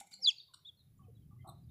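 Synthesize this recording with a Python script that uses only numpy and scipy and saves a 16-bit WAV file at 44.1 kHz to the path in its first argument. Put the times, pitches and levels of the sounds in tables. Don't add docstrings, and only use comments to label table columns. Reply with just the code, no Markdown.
import sys
import numpy as np
from scipy import signal
from scipy.fft import rfft, irfft
from scipy.io import wavfile
from scipy.ndimage import uniform_filter1d

SR = 44100
rng = np.random.default_rng(int(sys.argv[2]) if len(sys.argv) > 2 else 0)


def master(y):
    cut = np.clip(np.atleast_2d(y).T, -1, 1)
    pcm = np.round(cut * 32767)
    wavfile.write(sys.argv[1], SR, pcm.astype(np.int16))


def nominal_scale(level):
    x = np.asarray(level, float) / 20
    return 10 ** x


N = 74970
EDGE_S = 0.0053


def rms_one(x):
    return x / np.sqrt(np.mean(x ** 2) + 1e-20)


def in_time(rows):
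    s, *columns = np.transpose(rows)
    return [np.interp(np.arange(N) / SR, s, column) for column in columns]


def at_hz(points, hz):
    table_hz, table_value = np.array(points).T[:2]
    return np.interp(np.log(hz), np.log(table_hz), table_value)


def drift(rate_hz):
    r = np.exp(-2 * np.pi * rate_hz / SR)
    settle = 9000
    wander = signal.lfilter([1], [1, -2 * r, r * r], rng.standard_normal(N + settle))
    return rms_one(wander[settle:])


def gate(start_s, length_s):
    t = np.arange(N) / SR - start_s
    nearest_end = np.minimum(t, length_s - t + EDGE_S)
    return np.sin(np.pi / 2 * np.clip(nearest_end / EDGE_S, 0, 1)) ** 2


def coloured(spectrum):
    hz = np.arange(N // 2 + 1) * SR / N + 1
    inside = (hz > spectrum[0][0]) & (hz < spectrum[-1][0])
    white = rfft(rng.standard_normal(N))
    return rms_one(irfft(white * nominal_scale(at_hz(spectrum, hz)) * inside, N))


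def hiss():
    # pitch_hz [Hz], level_db [dB per Hz]
    hiss_colour = [(300, -7.5), (1100, -21), (9900, -27), (10500, -15), (12100, -18.5), (12700, -30.5),
                   (13600, -19), (15500, -17.5)]
    return nominal_scale(-82.5) * coloured(hiss_colour)


def wind():
    # time_s [s], level_db [dB]
    gust = [
        (0, -85),
        (.78, -72.5),
        (.86, -67),
        (1.0, -57),
        (1.15, -61),
        (1.22, -56.5),
        (1.7, -56.5),
    ]
    # pitch_hz [Hz], level_db [dB]
    rumble = [(15, -55), (25, -6.5), (38, -24), (84, 2), (135, 2.5), (256, -17), (377, -27), (600, -58.5),
              (780, -77.5), (1320, -120)]
    return nominal_scale(in_time(gust)[0] + 0.5 * drift(6.2)) * coloured(rumble)


def room(x):
    # pitch_hz [Hz], t60_s [s]
    die_away = [(500, 0.33), (2000, 0.23), (4500, .45), (9000, 0.085)]
    # pitch_hz [Hz], level_db [dB]
    tail_colour = [(700, 5.5), (1200, 5.5), (2400, 3), (4300, -1), (7000, 7.5)]
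    gap_s, stir_hz, stir_rad = 0.013, 30, 1.5
    t, tails, out = np.arange(SR) / SR, 0, 0
    white = rng.standard_normal((2, 4, SR))
    for k, hz in enumerate(180 * 2 ** np.arange(6.5, step=.25)):
        edges_hz = [hz / 2 ** .125, hz * 2 ** .125]
        band = signal.butter(2, edges_hz, "band", fs=SR, output="sos")
        dying_db = at_hz(tail_colour, hz) - 60 * t / at_hz(die_away, hz)
        tails = tails + signal.sosfilt(band, white[k % 2]) * nominal_scale(dying_db)
    for tail in tails * np.clip(t / gap_s, 0, 1) / np.sqrt(SR / 10):
        echo = signal.hilbert(signal.fftconvolve(x, tail)[:N * 1 + SR - 1])[:N]
        out = out + np.real(echo * np.exp(1j * stir_rad * drift(stir_hz)))
    return out


def far_calls(rows):
    out, t = np.zeros(N), np.arange(N) / SR
    hoarse = nominal_scale(2.5 * drift(60))
    waver = 1 + .007 * drift(45)
    for start_s, length_s, from_hz, to_hz, db in rows:
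        hz = from_hz + (to_hz - from_hz) * np.clip((t - start_s) / length_s, 0, 1)
        whistle = np.sin(2 * np.pi * np.cumsum(hz * waver) / SR)
        out += np.sqrt(2) * nominal_scale(db) * gate(start_s, length_s) * whistle
    return out * hoarse


def far_fowl():
    # start_s [s], length_s [s],
    # from_hz [Hz], to_hz [Hz], level_db [dB]
    clucks = [(.19, 0.025, 751, 782, -76), (.19, 0.037, 539, 501, -77.5), (.312, 0.021, 917, 848, -80),
              (.485, 0.029, 1106, 1009, -78), (.99, 0.029, 1178, 1100, -69),
              (1.035, 0.02, 1150, 1200, -79.5), (1.01, 0.091, 786, 695, -80), (1.08, 0.023, 479, 451, -64),
              (.14, .09, 200, 184.7, -76), (1.308, 0.022, 1190, 1175, -72.5),
              (1.31, 0.037, 800, 838, -84.5), (1.36, 0.0067, 1150, 1150, -77.5)]
    return far_calls(clucks)


def brood():
    # start_s [s], length_s [s], from_hz [Hz], to_hz [Hz], level_db [dB]
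    cheeps = [(.229, 0.0081, 6800, 6490, -55), (.238, .005, 7500, 7500, -61),
              (.248, 0.0032, 6940, 6670, -63), (.314, 0.0038, 3697, 3330, -45.5),
              (.408, 0.032, 4580, 4570, -63), (.478, 0.0074, 3800, 3700, -66.5),
              (.77, 0.048, 4255, 4180, -78), (.79, 0.031, 4100, 3680, -74.5),
              (.862, 0.013, 3700, 3660, -83.5), (.975, 0.012, 7100, 7100, -84.5),
              (.99, 0.029, 9090, 9100, -92), (1.028, 0.016, 3045, 3030, -83),
              (1.04, 0.013, 2660, 2498, -82.5), (1.148, 0.019, 3940, 3897, -79),
              (1.168, .014, 3450, 3380, -79.5), (1.19, 0.018, 3914, 3776, -90),
              (1.218, .014, 3210, 3132, -87), (1.388, 0.036, 2006, 2075, -76),
              (1.408, 0.019, 3200, 3145, -80), (1.63, 0.019, 4750, 4800, -88.5),
              (1.49, 0.017, 3670, 3593, -71), (1.688, 0.013, 3673, 3660, -84)]
    return far_calls(cheeps)


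def grit(resonances):
    grains_per_s = 2700
    grains = rng.standard_normal(N) * (rng.random(N) < grains_per_s / SR) + 1e-18
    out = 0
    for hz, width_hz, db in resonances:
        edges_hz = [hz - width_hz / 2, hz + width_hz / 2]
        band = signal.butter(4, edges_hz, "band", fs=SR, output="sos")
        out = out + nominal_scale(db + 2.0 * drift(25)) * rms_one(signal.sosfilt(band, grains))
    return rms_one(out)


def straw():
    # time_s [s], level_db [dB]
    rustle = [
        (0, -50),
        (.03, -69.5),
        (.105, -75.5),
        (.117, -58.5),
        (.145, -71),
        (.17, -76),
        (.23, -80.5),
        (.3, -77.5),
        (.42, -103),
    ]
    # pitch_hz [Hz], width_hz [Hz], level_db [dB]
    stalks = [(200, 93.6, -3), (800, 250, -19), (2230, 320, 3), (3240, 760, -11.5), (4400, 600, -14),
              (5763, 299.6, -9), (7500, 2000, 5), (8550, 2000, 0), (11230, 1500, -7)]
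    return nominal_scale(in_time(rustle)[0]) * grit(stalks)


def scuff(start_s, length_s, db, resonances):
    progress = np.clip((np.arange(N) / SR - start_s) / length_s - 1, -1, 0)
    swell_db = 6 * progress
    return nominal_scale(db + swell_db) * gate(start_s, length_s) * grit(resonances)


def egg_knock():
    # pitch_hz [Hz], width_hz [Hz], level_db [dB]
    cup = [(1100, 200, -7), (1417, 210, -5.5), (3040, 250, -7.5), (3800, 510, 8.5), (4400, 500, 4),
           (5540, 370, -7), (7100, 190, -7.5), (8320, 1360, 0.5), (10760, 2500, -3.5)]
    return scuff(.534, 0.012, -52, cup)


def grit_scuffs():
    # pitch_hz [Hz], width_hz [Hz], level_db [dB]
    hollow = [(348.4, 93, -11.5), (734, 174, 3.5), (995, 305, -5.5), (1240, 210, -5)]
    # pitch_hz [Hz], width_hz [Hz], level_db [dB]
    bright = [(3964, 470, 3.5), (8140, 410, 1), (9740, 1200, 1), (11570, 1200, -6), (13000, 1200, -7)]
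    return scuff(1.442, 0.052, -52.5, hollow) + scuff(1.47, 0.0279, -59, bright)


def shells():
    # start_s [s], level_db [dB], brightness [dB per octave], run_s of the snaps [s]
    touches = [(.001, -53.5, 9.5, 0.0059), (.01, -51, -5, 0.0068), (0.066, -69.5, 12.5, 0.013),
               (0.112, -67, 7.5, 0.0025), (0.114, -58.5, 2, 0.0011), (.118, -64, 3.5, .003),
               (0.126, -69, 7, 0.0048), (0.139, -56, 7.5, 0.00093), (0.1397, -67.5, 5, 0.0019),
               (.541, -81, 5, 0.0061), (1.694, -84.5, -11, .0066)]
    # pitch_hz [Hz], level_db [dB], t60_s [s]
    ringing = [(800, -4, 0.056), (1150, -26, 0.0082), (1474, -0.5, 0.029), (2400, -16, 0.011),
               (2960, -6, 0.06), (3800, 7.5, 0.013), (4400, -1.5, 0.01), (5440, -3, 0.011),
               (7400, 2.5, 0.02), (7720, 9.5, 0.0037), (9010, -5, 0.0036), (10780, -10.5, 0.029),
               (11300, -11.5, 0.0074)]
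    s, db, tilt, run_s = np.repeat(np.transpose(touches), 6, axis=1)
    s = s + run_s * rng.random(len(s))
    luck, out = rng.standard_normal((len(s), len(ringing))), np.zeros(N)
    for k, (hz, mode_db, t60_s) in enumerate(ringing):
        clicks = np.full(N + SR, 1e-18)
        click_db = db + mode_db + tilt * np.log2(hz / 3000) - 14.0
        clicks[(s * SR).astype(int)] = luck[:, k] * nominal_scale(click_db)
        r, w = nominal_scale(-60 / (t60_s * SR)), 2 * np.pi * hz / SR
        out += signal.lfilter([0, np.sin(w)], [1, -2 * r * np.cos(w), r * r], clicks[:N])
    return out


def twitter(rows):
    hz, db = uniform_filter1d(np.array(in_time(rows)), size=SR // 500, axis=1)
    t = np.arange(N) / SR
    phase = 2 * np.pi * np.cumsum(hz * (1 + .006 * drift(120))) / SR
    sounding = (t > rows[0][0]) * (t < rows[-1][0])
    return np.sqrt(2) * nominal_scale(db + 3 * drift(100)) * sounding * np.sin(phase)


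def chatter():
    # time_s [s], pitch_hz [Hz], level_db [dB]
    trill = [
        (.352, 4350, -80),
        (.359, 4520, -78),
        (.366, 4746, -56),
        (.374, 4400, -67),
        (.378, 3798, -61),
        (.387, 4650, -53),
        (.396, 4690, -58),
        (.403, 3690, -47.5),
        (.414, 3730, -62.5),
    ]
    # time_s [s], pitch_hz [Hz], level_db [dB]
    dip = [
        (.119, 4740, -80.5),
        (.125, 4940, -58.5),
        (.131, 4570, -54.5),
        (.14, 4180, -54.5),
        (.148, 4670, -57.5),
        (.158, 4670, -61.5),
        (.164, 4830, -80),
    ]
    return twitter(trill) + twitter(dip)


def peep(rows, echo_db):
    smooth = uniform_filter1d(np.array(in_time(rows)), size=SR // 500, axis=1)
    hz, db, second_db, third_db = smooth
    t = np.arange(N) / SR
    phase = 2 * np.pi * np.cumsum(hz) / SR
    overtone_wobble_db, fourth_db = 5, -23
    tone = np.sin(phase) + nominal_scale(second_db + overtone_wobble_db * drift(120)) * np.sin(2 * phase)
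    upper = np.sin(3 * phase) + nominal_scale(fourth_db) * np.sin(4 * phase)
    tone = tone + nominal_scale(third_db + overtone_wobble_db * drift(120)) * upper
    tone = tone * nominal_scale(db + 1.3 * drift(140)) * (t > rows[0][0]) * (t < rows[-1][0])
    echo_s, wall_cut_hz, low_cut_hz = .001515, 4900, 1950
    spectrum = rfft(tone)
    fine_hz = np.arange(spectrum.size) * SR / N + 1
    wall = nominal_scale(echo_db) / (1 + (fine_hz / wall_cut_hz) ** 10)
    echo = wall * np.exp(-2j * np.pi * fine_hz * echo_s)
    return irfft(spectrum * (1 + echo) / (1 + (low_cut_hz / fine_hz) ** 10), N)


def second_chick():
    # time_s [s], pitch_hz [Hz], level_db [dB], second_db and third_db partials [dB]
    arch = [
        (.644, 3400, -85, -45, -70),
        (.651, 3400, -56, -50, -70),
        (.66, 3500, -48, -45, -60),
        (.668, 3680, -49, -31, -55),
        (.676, 3760, -50, -31, -55),
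        (.684, 3640, -47, -32, -55),
        (.691, 3440, -47, -42, -60),
        (.699, 3330, -55, -50, -70),
        (.705, 3320, -75, -48, -70),
    ]
    return peep(arch, -9)


def near_chick():
    # time_s [s], pitch_hz [Hz], level_db [dB],
    # second_db and third_db partials [dB]
    glide = [
        (.204, 5600, -78, -18, -60),
        (.22, 5555, -53, -23, -60),
        (.228, 5400, -43, -30, -60),
        (.235, 5120, -36, -30, -60),
        (.251, 4640, -29, -38, -58),
        (.26, 4090, -26.5, -46, -46),
        (.267, 3790, -32, -38, -50),
        (.2705, 3620, -28, -27, -42),
             (.274, 3420, -24.5, -22, -37),
        (.28, 3520, -20.5, -18, -42),
        (.29, 3320, -23.5, -14, -36),
        (.296, 3090, -27, -17, -46),
        (.301, 2850, -35, -26, -32),
        (.305, 2660, -48, 1, -20),
        (.31, 2440, -52, 11, -10),
        (.315, 2170, -57, 6, -20),
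        (.32, 2050, -72, 0, -25),
    ]
    return peep(glide, -1.5)


def spilt(near):
    # pitch_hz [Hz], level_db [dB]
    spill = [(2000, -6.5), (2300, 9.5), (2800, 3.5), (3350, -11), (3900, -5), (5000, 2.5), (6500, -1),
             (9000, 12)]
    hz = np.arange(N // 2 + 1) * SR / N + 1
    return irfft(rfft(near) * nominal_scale(at_hz(spill, hz)), N)


def scene():
    near, second = near_chick(), second_chick()
    far = brood() + far_fowl() + shells()
    twitters = chatter()
    scuffs = egg_knock() + grit_scuffs()
    rumble = wind()
    to_room = nominal_scale(-19.5) * spilt(near) + nominal_scale(-18) * second + nominal_scale(-9.5) * far
    to_room = to_room + nominal_scale(-7) * scuffs + nominal_scale(-6) * twitters
    mix = near + second + far + twitters + scuffs + room(to_room)
    return (mix + straw() + rumble + hiss())[None]


def band_limit(x):
    return signal.sosfilt(signal.butter(12, 16200, fs=SR, output="sos"), x)


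def record(dry):
    top_cut = signal.cheby2(14, 50, 16600, fs=SR, output="sos")
    return band_limit(signal.sosfilt(top_cut, dry))


dry = scene()
out = record(dry)
master(out)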